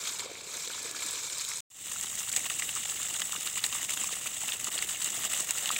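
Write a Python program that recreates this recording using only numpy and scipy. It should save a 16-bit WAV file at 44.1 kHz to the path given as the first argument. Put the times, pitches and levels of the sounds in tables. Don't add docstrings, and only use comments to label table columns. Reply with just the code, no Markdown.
import sys
import numpy as np
from scipy import signal
from scipy.fft import rfft, irfft
from scipy.io import wavfile
from scipy.ndimage import uniform_filter1d, map_coordinates

SR = 44100
rng = np.random.default_rng(int(sys.argv[2]) if len(sys.argv) > 2 else 0)


def dump(signal):
    limited = np.clip(np.atleast_2d(signal).T, -1, 1)
    pcm = np.round(limited * 32767).astype(np.int16)
    wavfile.write(sys.argv[1], SR, pcm)


def volts_from_db(level):
    exponent = np.asarray(level, float) / 20
    return 10 ** exponent


N = 255339
# start in seconds, end in seconds.
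CUT = (1.6056, 1.702)
FADE_S, FADE_FROM, FADE_BEND = 0.22, 0.16, 1.25


def unit(x):
    return x / np.sqrt(np.mean(x ** 2) + 1e-20)


def along(points, hz):
    f, db = np.transpose(points[1:])
    return np.interp(np.log(hz + 1), np.log(f + 1), db)


def curves(rows):
    s, *columns = np.transpose(rows)
    return [np.interp(np.arange(N) / SR, s, column) for column in columns]


def wobble(rate):
    knots = rng.standard_normal(int(N * rate / SR) + 4)
    return map_coordinates(knots, [np.arange(N) * rate / SR])


def coloured(x, points, lo, hi):
    hz = np.fft.rfftfreq(8192, 1 / SR)
    edges = 1 / np.sqrt((1 + (lo / (hz + 1)) ** 24) * (1 + (hz / hi) ** 24))
    cepstrum = irfft(np.log(volts_from_db(along(points, hz)) * edges + 1e-6))
    causal = np.r_[cepstrum[0], 2 * cepstrum[1:4096], np.zeros(4096)]
    response = irfft(np.exp(rfft(causal)))[:4096]
    return signal.fftconvolve(x, response)[:N]


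def patchy(depth_db):
    z = signal.stft(rng.standard_normal(N), nperseg=256)[2]
    field = uniform_filter1d(rng.standard_normal(z.shape), size=4, axis=0)
    field = uniform_filter1d(field, size=4, axis=1)
    hiss = signal.istft(z * volts_from_db(depth_db * unit(field)), nperseg=256)[1]
    return unit(hiss[:N])


def rings(s, gain, hz, t60, size):
    t = np.arange(size) / SR
    decay = t / t60[:, None]
    turns = hz[:, None] * t
    onset = 1 - np.exp(-1.6 * turns)
    bend = 1 + 0.046 * np.minimum(decay, 1)
    wave = gain[:, None] * volts_from_db(-60 * decay) * onset * np.sin(2 * np.pi * turns * bend)
    at = (s * SR).astype(int)[:, None] + np.arange(size)
    return np.bincount(at.ravel(), wave.ravel(), N + size)[:N]


def drops(count, lo, hi, cycles, size):
    when, pitch, luck = rng.random((count, 3)).T
    hz = lo * (hi / lo) ** pitch
    size_db = -3.5 * np.log(luck + .01)
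    return unit(rings(when * N / SR, volts_from_db(size_db), hz, cycles / hz, size))


def bursts(s, db, t60, colour, lo, hi):
    starts = np.bincount(np.round(s * SR).astype(int), volts_from_db(db), N)
    t = np.arange(3000) / SR
    decay = volts_from_db(-60 * t / t60) * (1 - np.exp(-t / 0.000073))
    envelope = signal.fftconvolve(starts, decay)[:N]
    noise = rng.standard_normal(N)
    loss = np.std(coloured(noise, colour, lo, hi))
    return coloured(envelope * noise + 4.3 * starts, colour, lo, hi) / loss


# frequency in Hz, level in dB per Hz.
FIELD = [(18, -44), (30, -24), (43, -6), (118, -0.5), (162, -0.5), (200, -2), (300, 14), (390, -32),
         (660, -120)]


def rumble():
    return unit(coloured(patchy(depth_db=0.5), FIELD, 42.0, 207.4))


# time in seconds, pitch in Hz, level in dB.
WHISTLE = [
    (.73, 1725, -83),
    (.77, 1720, -58),
    (.86, 1735, -64),
    (.93, 1687, -56),
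    (.97, 1680, -59),
    (1.01, 1715, -57),
    (1.07, 1690, -58),
    (1.14, 1685, -59),
    (1.17, 1680, -84),
]


def whistle():
    hz, db = curves(WHISTLE)
    phase = 2 * np.pi * np.cumsum(hz + 3 * wobble(40)) / SR
    sounding = db > -79.9
    return sounding * volts_from_db(db + 4.5 + wobble(30)) * np.sin(phase)


# start in seconds, peak in dB, pitch in Hz.
GLUGS = [(1.959, -27.5, 1340), (2.297, -32, 1480), (2.46, -32, 1060), (2.504, -27, 1250),
         (2.619, -36, 1190), (2.763, -26, 1230), (2.854, -32, 800), (3.152, -32, 1480), (3.33, -26, 1300),
         (3.351, -26.5, 1170), (3.466, -30.5, 1240), (3.57, -29, 1110), (3.725, -29, 1090),
         (3.75, -26.5, 1150), (3.971, -25.5, 1490), (4.039, -28, 1100), (4.09, -29, 1200),
         (4.259, -27.5, 1320), (4.434, -30.5, 840), (4.6705, -27, 1210), (4.896, -33, 1340),
         (5.238, -29, 1720), (5.551, -30, 1350), (5.642, -27, 1670), (5.703, -15.5, 1200)]
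# start in seconds, peak in dB, pitch in Hz.
SPLOSH = [(0.0716, -19, 3300), (0.089, -33, 1410), (0.092, -21, 3960), (0.194, -17.5, 4080),
          (0.224, -33, 940), (0.257, -31, 490), (0.273, -35, 1120), (0.295, -35, 515), (0.306, -46, 550),
          (0.353, -27, 2270), (0.673, -35, 470), (0.6749, -18, 3970), (0.701, -28, 1440),
          (0.734, -21, 3600), (0.779, -31, 1440), (0.947, -28, 1360), (0.974, -36, 1650),
          (1.157, -27, 3250), (1.2986, -22, 3920), (1.3953, -17.5, 4200), (1.449, -19.5, 3844),
          (1.516, -24.5, 2100)]


def bubbles():
    s, db, hz = np.transpose(list(GLUGS) + list(SPLOSH))
    return rings(s + 0.001063, volts_from_db(db + 1.0), hz, 14 / hz, size=2000)


# frequency in Hz, level in dB per Hz.
FAN_BODY = [(120, -40), (200, -12.5), (348, -13.5), (741, -8.5), (985, -13), (1240, -7.5), (1600, -10),
            (1890, -2), (2480, -5), (2860, 4), (3160, -2), (3750, 1), (4140, -6.5), (4990, -10),
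            (6000, -22), (7800, -38.5), (13200, -120)]
# start in seconds, peak in dB, pitch in Hz.
SLAPS = [(2.3181, -31, 3470), (2.3354, -30, 2200), (2.362, -21, 3500), (2.4553, -27, 2680),
         (2.4991, -24, 2630), (2.6219, -24, 1950), (2.691, -25.5, 2700), (2.8536, -25.5, 3260),
         (2.8952, -29.5, 2730), (3.143, -28, 2900), (3.2184, -27, 2800), (3.3217, -26.5, 3440),
         (3.4725, -21.5, 3700), (3.592, -28, 2860), (3.6402, -13, 3780), (3.7263, -25.5, 2920),
         (3.8927, -27, 2070), (3.9737, -28, 2800), (4.0432, -30, 2430), (4.489, -26, 2720),
         (4.5205, -22.5, 3400), (4.778, -22.5, 3050), (4.7885, -22.5, 4200), (4.824, -28, 2050),
         (5.017, -24.5, 3040), (5.235, -26, 2860), (5.5076, -27, 2250), (5.658, -22.5, 2800),
         (5.691, -19, 3250), (5.7623, -20.5, 2350)]


def slaps():
    s, db, hz = np.transpose(SLAPS)
    slap = rings(s + .0006, volts_from_db(db + 6.5), hz, 18 / hz, size=900)
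    spatter = bursts(s + 0.00033, db - 7.0, 0.023, FAN_BODY, 740, 6000)
    return slap + spatter


# frequency in Hz, level in dB per Hz.
PORT = [(2350, -41), (4000, -3.5), (5030, -10.5), (5740, -11.5), (6430, -4), (7770, 2.5), (10200, -13.5),
        (11700, -20), (15100, -15), (15700, -11)]
# start in seconds, peak in dB.
STREAM_SPITS = [(0.0707, -35), (0.8285, -22.5), (0.9118, -23), (1.0136, -30), (1.0625, -19.5),
                (1.1089, -21), (1.3823, -21.5), (1.4481, -26), (1.488, -21)]
# start in seconds, peak in dB.
SPITS = [(2.0108, -19), (2.154, -23), (2.194, -22), (2.293, -18), (2.327, -17), (2.363, -10.5),
         (2.393, -23), (2.4977, -23), (2.596, -19), (2.7517, -21), (2.8978, -20), (3.03, -20), (3.139, -21),
         (3.2021, -20), (3.3224, -18.5), (3.4082, -21), (3.6388, -16), (3.6631, -17.5), (3.8945, -20),
         (4.0428, -20), (4.6437, -16.5), (4.7254, -22), (5.0222, -17), (5.0439, -14), (5.2345, -26),
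         (5.4046, -16), (5.5077, -13), (5.5832, -18), (5.6565, -21), (5.7131, -16)]


def ticks():
    s, db = np.transpose(list(STREAM_SPITS) + list(SPITS))
    return bursts(s + .0004, db - 6.5, .016, PORT, 4500, 18000)


def stray_ticks(count):
    loudest_db, spread_db = -27, 15
    when, size = rng.random((count, 2)).T
    start = CUT[1] + FADE_S
    s = start + when * (N / SR - start - .01)
    return bursts(s, loudest_db - 6.5 - spread_db * size, .016, PORT, 5200, 18000)


# centre in seconds, swell in dB, half width in seconds.
LUMPS = [(.08, 5.5, .019), (.196, 6, 0.0079), (1.031, 5, .004), (1.407, 4.5, 0.0061), (1.495, 4.8, 0.0113),
         (2.04, 4, 0.0049), (2.195, 4, .009), (2.369, 8.5, 0.0052), (2.462, 8.5, .004), (2.504, 5, 0.0066),
         (2.593, 5, .007), (2.69, 4, .005), (2.767, 3, .01), (3.037, 3.5, 0.019), (3.15, 3, 0.024),
         (3.22, 9.5, 0.0036), (3.472, 5, 0.0068), (3.578, 7.5, 0.0089), (3.646, 8, 0.0056),
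         (3.664, 3.5, 0.0091), (3.745, 2.5, 0.016), (3.904, 4.5, 0.0054), (4.274, 6, 0.012),
         (4.484, 5.5, .014), (4.536, 5.5, 0.0065), (4.672, 6, 0.005), (4.825, 3.5, 0.011),
         (5.251, 6.5, 0.0049), (5.324, 2, 0.006), (5.58, 1, .015)]
# centre in seconds, depth in dB, half width in seconds.
GAPS = [(.173, -2, .006), (.213, -3.5, .006), (.691, -6, 0.0033), (.94, -5, 0.014), (2.259, -4, 0.0056),
        (2.311, -10.5, 0.0028), (2.487, -7.5, .007), (2.607, -3, 0.0055), (2.727, -1.5, 0.014),
        (3.076, -2, 0.022), (3.183, -6, 0.0052), (3.301, -3, .007), (3.393, -5.5, 0.0058),
        (3.513, -2.4, 0.022), (3.617, -5.5, 0.013), (3.701, -4.5, 0.014), (3.876, -8, 0.0096),
        (3.955, -9, 0.0038), (4.194, -3, 0.019), (4.298, -6, 0.017), (4.397, -2.5, .012), (4.584, -4, .012),
        (4.703, -10, 0.0057), (4.866, -6, 0.01), (4.98, -6.5, 0.013), (5.289, -4, 0.01), (5.463, -4, 0.015),
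        (5.537, -4.5, 0.0075), (5.619, -4, 0.009), (5.781, -3, 0.0065)]


def lumps():
    lopsided = 0.29
    t = np.arange(0, N, 32) / SR
    s, db, width = np.transpose(list(LUMPS) + list(GAPS))[:, :, None]
    width = width * (1 + lopsided * np.sign(db * (t - s)))
    bells = db * np.exp(-.5 * ((t - s) / width) ** 2)
    return np.interp(np.arange(N) / SR, t, np.sum(bells, axis=0))


def clumps(slow_db, fast_db):
    return np.minimum(slow_db, .55) * wobble(24) + fast_db * wobble(170)


# lower edge in Hz, upper edge in Hz.
BANDS = [
    (200, 900),
    (900, 5000),
    (5000, 10000),
    (10000, 18000),
]


def splash(levels, body, port, clump_db, grain):
    gurgle = patchy(depth_db=-1.0) + grain[0] * drops(count=900, lo=192, hi=1006, cycles=7.1, size=900)
    large = patchy(depth_db=2.0) + grain[1] * drops(count=4000, lo=734, hi=4800, cycles=8.0, size=300)
    small = patchy(depth_db=3.5) + grain[2] * drops(count=8000, lo=5060, hi=10700, cycles=5.4, size=80)
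    mist = patchy(depth_db=3.0) + grain[3] * drops(count=12000, lo=11700, hi=14800, cycles=5.2, size=40)
    follows = [0.82, 1.13, 0.91, 0.76]
    own_db = [0.24, 1.12, 0.17, 0.6]
    waters, colours = [gurgle, large, small, mist], [body, body, port, port]
    out = np.zeros(N)
    for k, (water, colour) in enumerate(zip(waters, colours)):
        lumpy = water * volts_from_db(follows[k] * clump_db + clumps(own_db[k], own_db[k]))
        out += volts_from_db(levels[k]) * unit(coloured(lumpy, colour, *BANDS[k]))
    return out


# time in seconds, water through the leaves in dB, water into the puddle in dB.
STREAM = [
    (0, 1, 2.5),
    (.16, 0, -3.5),
    (.245, -4.5, 3.5),
    (.27, -8.5, 5),
    (.45, -6.5, -2.5),
    (.54, 1.5, 1.5),
    (.64, 0, -2.5),
    (.93, -2, 2.5),
    (1.02, 1.5, 0.5),
    (1.6, 0.5, -7),
]


def hollow():
    pitch_hz, width = 3890, .05
    level_db, from_s = -52.5, 0.56
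    flat = [(0, 0), (1, 0)]
    band = coloured(patchy(depth_db=3.0), flat, pitch_hz * (1 - width), pitch_hz * (1 + width))
    dug = np.clip((np.arange(N) / SR - from_s) / 0.11, 0, 1)
    leaves_db = curves(STREAM)[0]
    return volts_from_db(level_db + leaves_db + 2.5 * wobble(40)) * dug * unit(band)


STREAM_DB = [-54.5, -43, -39.5, -51]
VIA_LEAVES = [.01, .6, .99, 1.2]
VIA_PUDDLE = [.99, .4, -0.13, 0.032]


def stream_levels():
    leaves_db, puddle_db = curves(STREAM)
    shares = zip(STREAM_DB, VIA_LEAVES, VIA_PUDDLE)
    return [db + leaf * leaves_db + puddle * puddle_db for db, leaf, puddle in shares]


# frequency in Hz, level in dB per Hz.
POUR_BODY = [(120, -52), (200, -21.5), (251, -19), (457, -8), (557, -10), (818, -13.5), (930, -10.5),
             (1430, -9.5), (1740, -10), (1900, -13.5), (2310, -2.5), (2790, -11.5), (3810, -3.5),
             (4640, -7.5), (6000, -9), (7800, 0), (13200, -120)]
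# frequency in Hz, level in dB per Hz.
POUR_PORT = [(2650, -38), (4500, -8), (5160, -2), (5580, -5), (7530, 3), (8280, -1.5), (9850, -16),
             (11600, -22), (15100, -22), (15800, -23.5)]


def stream(lumps_db):
    clump_db = 0.97 * lumps_db + clumps(slow_db=0.0, fast_db=1.58)
    return splash(stream_levels(), POUR_BODY, POUR_PORT, clump_db, grain=[0.25, 0.23, 0.3, 0.33])


# time in seconds, amount falling in dB.
FAN = [
    (2.0, -1),
    (2.5, 0.4),
    (3.3, -.5),
    (3.95, 1.15),
    (4.5, -1.5),
    (5.15, 1.5),
    (5.79, 1.4),
]
FAN_DB = [-58.5, -44, -37, -45]
SOAKING_DB = [0.88, 0.76, 0.086, 0.47]


def fan_levels():
    amount_db, = curves(FAN)
    since = np.arange(N) / SR - CUT[1]
    return [db + amount_db + creep * since for db, creep in zip(FAN_DB, SOAKING_DB)]


def fan(lumps_db):
    clump_db = 0.99 * lumps_db + clumps(slow_db=-0.5, fast_db=2.0)
    return splash(fan_levels(), FAN_BODY, PORT, clump_db, grain=[0.18, 0.39, 0.54, 0.41])


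FIELD_DB = [-65, -60]


def scene():
    t = np.arange(N) / SR
    since = t - CUT[1]
    lumps_db, low = lumps(), rumble()
    first = stream(lumps_db) + volts_from_db(FIELD_DB[0]) * low + whistle()
    fan_fade = np.clip(FADE_FROM + since / FADE_S * (1 - FADE_FROM), 0, 1) ** FADE_BEND
    low_fade = np.clip(0.075 + since / 0.26, 0, 1)
    second = volts_from_db(0.52) * fan(lumps_db) * fan_fade + volts_from_db(FIELD_DB[1]) * low * low_fade
    mono = np.where(t < CUT[0], first, second)
    mono = mono + slaps() + ticks() + bubbles() + stray_ticks(count=45)
    mono = mono + (t < CUT[0]) * hollow()
    before_cut = np.clip((CUT[0] + .0004 - t) / 0.00096, 0, 1)
    mono = mono * (before_cut + (t > CUT[1]))
    return np.array([mono, mono])


def roll_off(x):
    return signal.sosfilt(signal.butter(12, 17090, fs=SR, output="sos"), x)


def record(dry):
    top_hz, slope_hz = 15900, 160
    edge = np.clip((top_hz - np.fft.rfftfreq(N, 1 / SR)) / slope_hz, 0, 1)
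    mix = irfft(rfft(dry) * np.sin(edge * np.pi / 2) ** 2, N)
    return roll_off(mix)


dry = scene()
out = record(dry)
dump(out)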